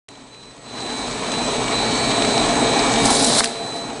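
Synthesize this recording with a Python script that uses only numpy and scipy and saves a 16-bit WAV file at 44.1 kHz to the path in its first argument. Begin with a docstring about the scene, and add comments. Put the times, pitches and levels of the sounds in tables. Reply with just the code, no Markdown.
"""A bottle labelling machine runs in a workshop, close up and in mono.
Its conveyor rumbles and swells as a canister rides up, over a low drone and the hum of turning parts.
The motor drive whines at 4 kHz among thinner tones, while the mechanism ticks and clacks.
Near the end a third of a second of airy hiss bursts out between clacks and knocks of the frame,
and the machine falls back to a quieter, throbbing hum."""
import sys
import numpy as np
from scipy import signal
from scipy.io import wavfile

SR = 44100
rng = np.random.default_rng(int(sys.argv[2]) if len(sys.argv) > 2 else 0)


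def output_pcm(signal):
    """Save a mono or channel-first signal as 16-bit PCM at the path in sys.argv[1].

    Samples are clipped to [-1, 1] before scaling.
    """
    pcm = np.clip(np.atleast_2d(signal).T, -1, 1) * 32767
    wavfile.write(sys.argv[1], SR, np.round(pcm).astype(np.int16))


N = 176400
TIME = np.arange(N) / SR


def from_db(db):
    """Decibels to gain."""
    return 10 ** (np.asarray(db) / 20)


def rms_one(x):
    """Scale to unit rms."""
    return x / np.sqrt(np.mean(x ** 2) + 1e-20)


def fader(rows, column=1):
    """Gain at every sample, riding a curve of dB over time."""
    points = np.transpose(rows)
    return from_db(np.interp(TIME, points[0], points[column]))


def gated_fader(rows):
    """A fader ride, muted before its first point and after its last."""
    return fader(rows) * (TIME > rows[0][0]) * (TIME < rows[-1][0])


def drift(rate_hz):
    """Slow random wander of spread 1."""
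    hop = 40
    pole = np.exp(-2 * np.pi * rate_hz * hop / SR)
    slow = signal.lfilter([1], [1, -2 * pole, pole * pole], rng.standard_normal(N // hop + 2002))[2000:]
    return np.interp(np.arange(N) / hop, np.arange(len(slow)), rms_one(slow))


def band(x, low, high):
    """Butterworth band-pass."""
    edges = np.clip([low, high], 10, .45 * SR)
    return signal.sosfilt(signal.butter(2, edges, "band", fs=SR, output="sos"), x + 1e-18)


def coloured_noise(spectrum, flicker_db, flicker_hz):
    """Third-octave bands of noise, each flickering a little; rms 1."""
    hz, db = np.transpose(spectrum)
    edges = 22 * 2 ** (np.arange(29) / 3)
    white = rng.standard_normal((2, N))
    together = drift(flicker_hz)
    out = 0
    for k, (low, high) in enumerate(zip(edges, edges[1:])):
        centre = np.sqrt(low * high)
        flicker = flicker_db * (drift(flicker_hz) + .5 * together)
        if hz[0] / 1.2 < centre < hz[-1] * 1.2:
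            gain = from_db(np.interp(np.log(centre), np.log(hz), db) + flicker)
            out = out + gain * band(white[k % 2], low, high)
    return rms_one(out)


def tone(hz, waver_hz):
    """A sine of rms 1 with slightly unsteady pitch."""
    cycles = np.cumsum(hz + waver_hz * drift(9.15)) / SR + rng.random()
    return np.sqrt(2) * np.sin(2 * np.pi * cycles)


# Conveyor fader rides, before trims: (time [s], rumble level [dB], treble level [dB])
CONVEYOR_RIDE = [(.1, -42, -49.5), (.3, -44.5, -51.5), (.44, -43.5, -50), (.6, -46, -49.5),
                 (.68, -38.5, -43), (.76, -31, -38), (1.05, -27.5, -33.5), (1.5, -22, -29.5),
                 (2.0, -20.5, -28), (2.55, -17.5, -26.5), (2.95, -16, -26), (3.1, -17.5, -25),
                 (3.17, -18.5, -35), (3.39, -18.5, -27), (3.44, -29.5, -41), (3.52, -30.5, -39),
                 (3.78, -28.5, -38.5), (4.0, -28, -39.5)]
# EQ of the rumble: (frequency [Hz], relative level [dB])
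RUMBLE_EQ = [(20, -27.5), (42, -12), (70, -21), (95, -17.5), (125, -9), (165, -10), (200, -7.5),
             (250, -2.5), (340, -8), (430, -5), (530, -12.5), (700, -1.5), (850, -9.5), (1100, -16.5),
             (1500, -19)]
# Ringing of the shaken frame: (centre [Hz], width [Hz], relative level [dB])
FRAME_RESONANCES = [(237.7, 13.5, -14), (277.7, 21.3, -13.5), (429.6, 35, -13.5), (806, 70, -19)]
# EQ of the belt and roller rush: (frequency [Hz], relative level [dB])
RUSH_EQ = [(1100, 8), (1500, -3), (2000, 0), (2400, -1), (2900, -0.5), (4000, 0.5), (5000, -4.5),
           (6300, -3.5), (7200, -9), (8000, -8.5), (9000, -14.5), (10300, -13.5)]


def conveyor(rattles_per_s=60, rattle_hz=2450, rattle_decay_s=.002):
    """The conveyor rumbles and shakes its frame; belts and rollers rush on top with a fine rattle."""
    rumble = from_db(-3) * coloured_noise(RUMBLE_EQ, flicker_db=1.92, flicker_hz=11.7)
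    for hz, width, db in FRAME_RESONANCES:
        rumble += from_db(db) * rms_one(band(rng.standard_normal(N), hz - width / 2, hz + width / 2))
    rush = from_db(1.5) * coloured_noise(RUSH_EQ, flicker_db=1.24, flicker_hz=20)
    contacts = (rng.random(N) < rattles_per_s / SR) * rng.uniform(0, 1, N) ** 2
    decays = signal.lfilter([1], [1, -np.exp(-1 / (rattle_decay_s * SR))], contacts)
    grit = band(decays * rng.standard_normal(N), rattle_hz / 2, rattle_hz * 2)
    treble = rush + from_db(-9.5) * rms_one(grit)
    return fader(CONVEYOR_RIDE) * rumble + fader(CONVEYOR_RIDE, column=2) * treble


# EQ of the workshop's low bed: (frequency [Hz], relative level [dB])
DRONE_EQ = [(25, -5), (45, 1), (75, -9), (120, -4), (160, -4), (270, 0), (420, -3)]
# Its fader ride: (time [s], level [dB])
DRONE_RIDE = [(.1, -53.5), (.62, -48), (.8, -43), (1.1, -36), (2.0, -34), (3.3, -33), (3.5, -50),
              (4.0, -49)]


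def workshop_drone():
    """A low bed of noise with an electric hum in it."""
    bed = coloured_noise(DRONE_EQ, flicker_db=1.0, flicker_hz=8)
    mains = from_db(-5.5 + 2.9 * drift(10)) * tone(hz=120.6, waver_hz=2.48)
    return fader(DRONE_RIDE) * (bed + mains)


# Notes of the turning parts: (pitch [Hz], waver [Hz], relative level [dB])
HUM_NOTES = [(459, 6.1, -2.5), (683, 3.96, 0)]
# Their fader ride: (time [s], level [dB])
HUM_RIDE = [(.1, -82), (1.0, -44), (1.5, -37.5), (2.4, -32.5), (3.1, -28), (3.45, -32.5), (3.7, -37),
            (4.0, -43.5)]


def turning_parts(throb_hz=6.3, depth_db=3.5, crest_s=3.62):
    """Turning parts hum on two wavering notes with an even throb."""
    throb = from_db(depth_db * np.cos(2 * np.pi * throb_hz * (TIME - crest_s)))
    hum = sum(from_db(db + 2.2 * drift(15)) * tone(hz, waver) for hz, waver, db in HUM_NOTES)
    return fader(HUM_RIDE) * throb * hum


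# Fader ride of the main whine, before trim: (time [s], level [dB])
WHINE_RIDE = [(.1, -52), (.17, -53), (.29, -62), (.33, -47), (.51, -48.5), (.57, -71), (.62, -60),
              (.67, -46), (.78, -37.5), (.92, -33.5), (1.04, -35.5), (1.12, -41.5), (1.25, -42),
              (1.34, -30), (1.53, -33), (1.62, -39), (1.69, -42), (1.745, -26), (1.79, -26.5), (1.89, -32),
              (2.1, -30.5), (2.25, -29.5), (2.4, -27), (2.48, -33), (2.58, -31.5), (2.78, -29), (2.91, -37),
              (3.24, -28), (3.4, -29.5), (3.44, -40.5), (3.62, -35), (3.8, -34), (3.9, -41), (3.96, -54),
              (4.0, -41)]


def drive_whine(trim_db=1.5):
    """The motor drive's switching sings on one piercing note."""
    return from_db(trim_db) * fader(WHINE_RIDE) * tone(hz=4001, waver_hz=1.1)


# Side tones that sound throughout: (pitch [Hz], relative level [dB])
IDLE_CLUSTER = [(1895, -46.5), (2487, -45), (4221, -51), (4264, -47), (4382, -48.5), (6347, -47.5),
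                (6557, -54.5), (7833, -44), (7865, -46), (7930, -51), (8005, -49.5), (8075, -46.5),
                (8385, -48)]
# Their fader ride: (time [s], gain [dB])
IDLE_RIDE = [(.1, -21), (.6, -15.5), (.85, -4.5), (1.4, 1), (2.0, 2.5), (2.9, 5.5), (3.35, -4), (3.52, -5),
             (4.0, -7)]
# Side tones that come in under load: (pitch [Hz], relative level [dB])
LOAD_CLUSTER = [(1723, -46), (2277, -39.5), (2347, -43.5), (3736, -38.5), (6487, -46), (7413, -63),
                (7623, -45.5), (7720, -50), (8148, -42), (8285, -55), (8452, -53), (8592, -56), (9518, -53)]
# Their fader ride: (time [s], gain [dB])
LOAD_RIDE = [(.1, -24), (.6, -25), (.9, -5.5), (1.5, -2.5), (1.949, 3), (2.5, 3.5), (3.0, 5.5), (3.35, -6),
             (3.52, -10), (4.0, -11.5)]


def drive_side_tones(flutter_db=2.5):
    """Two clusters of thin tones around the drive's whine, each tone fluttering on its own."""
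    out = np.zeros(N)
    for cluster, ride in (IDLE_CLUSTER, IDLE_RIDE), (LOAD_CLUSTER, LOAD_RIDE):
        for hz, db in cluster:
            fluttering = from_db(flutter_db * drift(7.3)) * tone(hz, waver_hz=2.97)
            out += fader(ride) * from_db(db) * rms_one(fluttering)
    return out


# Clack and tick cues: (time [s], peak level [dB], centre [Hz], width [octaves], 60 dB decay [s])
CLACK_CUES = [(.0872, -25, 3340, 2.7, .012), (.431, -34, 2500, 2.3, .03), (.565, -36, 4500, 1.8, .03),
              (.805, -21, 4800, 1.3, .015), (1.318, -17.5, 4600, 1, .02), (2.248, -13, 2200, 2.1, 0.028),
              (2.4, -16, 3200, 1.3, 0.04), (2.791, -10.5, 4750, 0.39, 0.031),
              (3.056, -6.5, 6500, 1.7, 0.024), (3.1045, -3, 4900, 7.4, .025),
              (3.405, -6.5, 1580, 0.93, 0.011), (3.438, -6.5, 2300, 1.9, 0.0052),
              (3.4429, -2, 3700, 3.7, 0.013), (3.4572, -10.5, 3960, 0.63, 0.014),
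              (3.474, -15, 5500, 1.3, .008)]


def clacks():
    """Parts of the mechanism meet in short crunches of contact noise."""
    out, t = np.zeros(N + SR), np.arange(SR // 8) / SR
    for start, db, hz, octaves, t60 in CLACK_CUES:
        contact = rng.standard_normal(len(t)) * from_db(-60 * t / t60)
        spread = 2 ** (octaves / 2)
        crack = band(contact, hz / spread, hz * spread)
        out[int(start * SR):][:len(t)] += from_db(db) * crack / np.abs(crack).max()
    return out[:N]


def workshop_reverb(hits, t60_s=.65, predelay_s=.006):
    """The room answers each hit with a diffuse, dying tail."""
    t = np.arange(SR // 2) / SR
    tail = band(rng.standard_normal(len(t)), 190, 6400) * from_db(-60 * t / t60_s) * (t > predelay_s)
    return signal.fftconvolve(hits, tail / np.sqrt(np.sum(tail ** 2)))[:N]


# Fader ride of the lone side tone: (time [s], level [dB])
SWELL_RIDE = [(1.65, -58), (1.78, -40), (1.92, -32.5), (2.1, -32), (2.2, -45), (2.5, -42), (2.8, -57)]


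def drive_swell():
    """One side tone of the drive swells just above the whine and fades again."""
    return gated_fader(SWELL_RIDE) * tone(hz=4382, waver_hz=1.1)


# Fader ride of the burst and its after-hiss: (time [s], level [dB])
AIR_RIDE = [(2.92, -44), (3.045, -29), (3.058, -18), (3.085, -24), (3.12, -19.5), (3.24, -18.5),
            (3.33, -20.5), (3.385, -16), (3.397, -12), (3.414, -28.5), (3.445, -23), (3.474, -35),
            (3.5, -37), (3.6, -47), (3.72, -46), (3.775, -39), (3.81, -50)]
# EQ of the hiss: (frequency [Hz], relative level [dB])
AIR_EQ = [(900, -9.5), (2000, -9.5), (3000, -12.5), (4300, 6), (5500, -4), (7500, -2), (9500, 3),
          (10500, -6)]


def air_burst():
    """A bright hiss opens, grows and shuts, leaking faintly for a moment afterwards."""
    return gated_fader(AIR_RIDE) * coloured_noise(AIR_EQ, flicker_db=1.55, flicker_hz=69)


# Frame knock cues: (time [s], peak level [dB], pitch [Hz], 60 dB decay [s])
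KNOCK_CUES = [(3.0592, -3.5, 760, .014), (3.1045, -9, 740, 0.074), (3.1185, -8, 660, 0.01),
              (3.4063, -0.5, 1150, 0.0066), (3.4437, -8.5, 1700, 0.0056)]


def frame_knocks():
    """Each dull knock is one heavily damped note of the frame."""
    out, t = np.zeros(N + SR), np.arange(SR // 8) / SR
    for start, db, hz, t60 in KNOCK_CUES:
        out[int(start * SR):][:len(t)] += from_db(db - 60 * t / t60) * np.sin(2 * np.pi * hz * t)
    return out[:N]


def scene():
    """The mono mix on both channels, with only the hits sent to the reverb."""
    hits = clacks() + frame_knocks()
    bed = conveyor() + workshop_drone() + turning_parts()
    motor = drive_whine() + drive_swell() + drive_side_tones()
    mono = bed + motor + air_burst() + hits + from_db(-14) * workshop_reverb(hits)
    return np.array([mono, mono])


def record(dry, start_s=.084, cutoff_hz=10200):
    """Master chain: clipping at full scale, a silent lead-in and a steep treble cut."""
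    live = np.clip(dry, -1, 1) * (TIME > start_s)
    treble_cut = signal.ellip(10, .3, 85, cutoff_hz, fs=SR, output="sos")
    return signal.sosfilt(treble_cut, live + 1e-18)


dry = scene()
out = record(dry)
output_pcm(out)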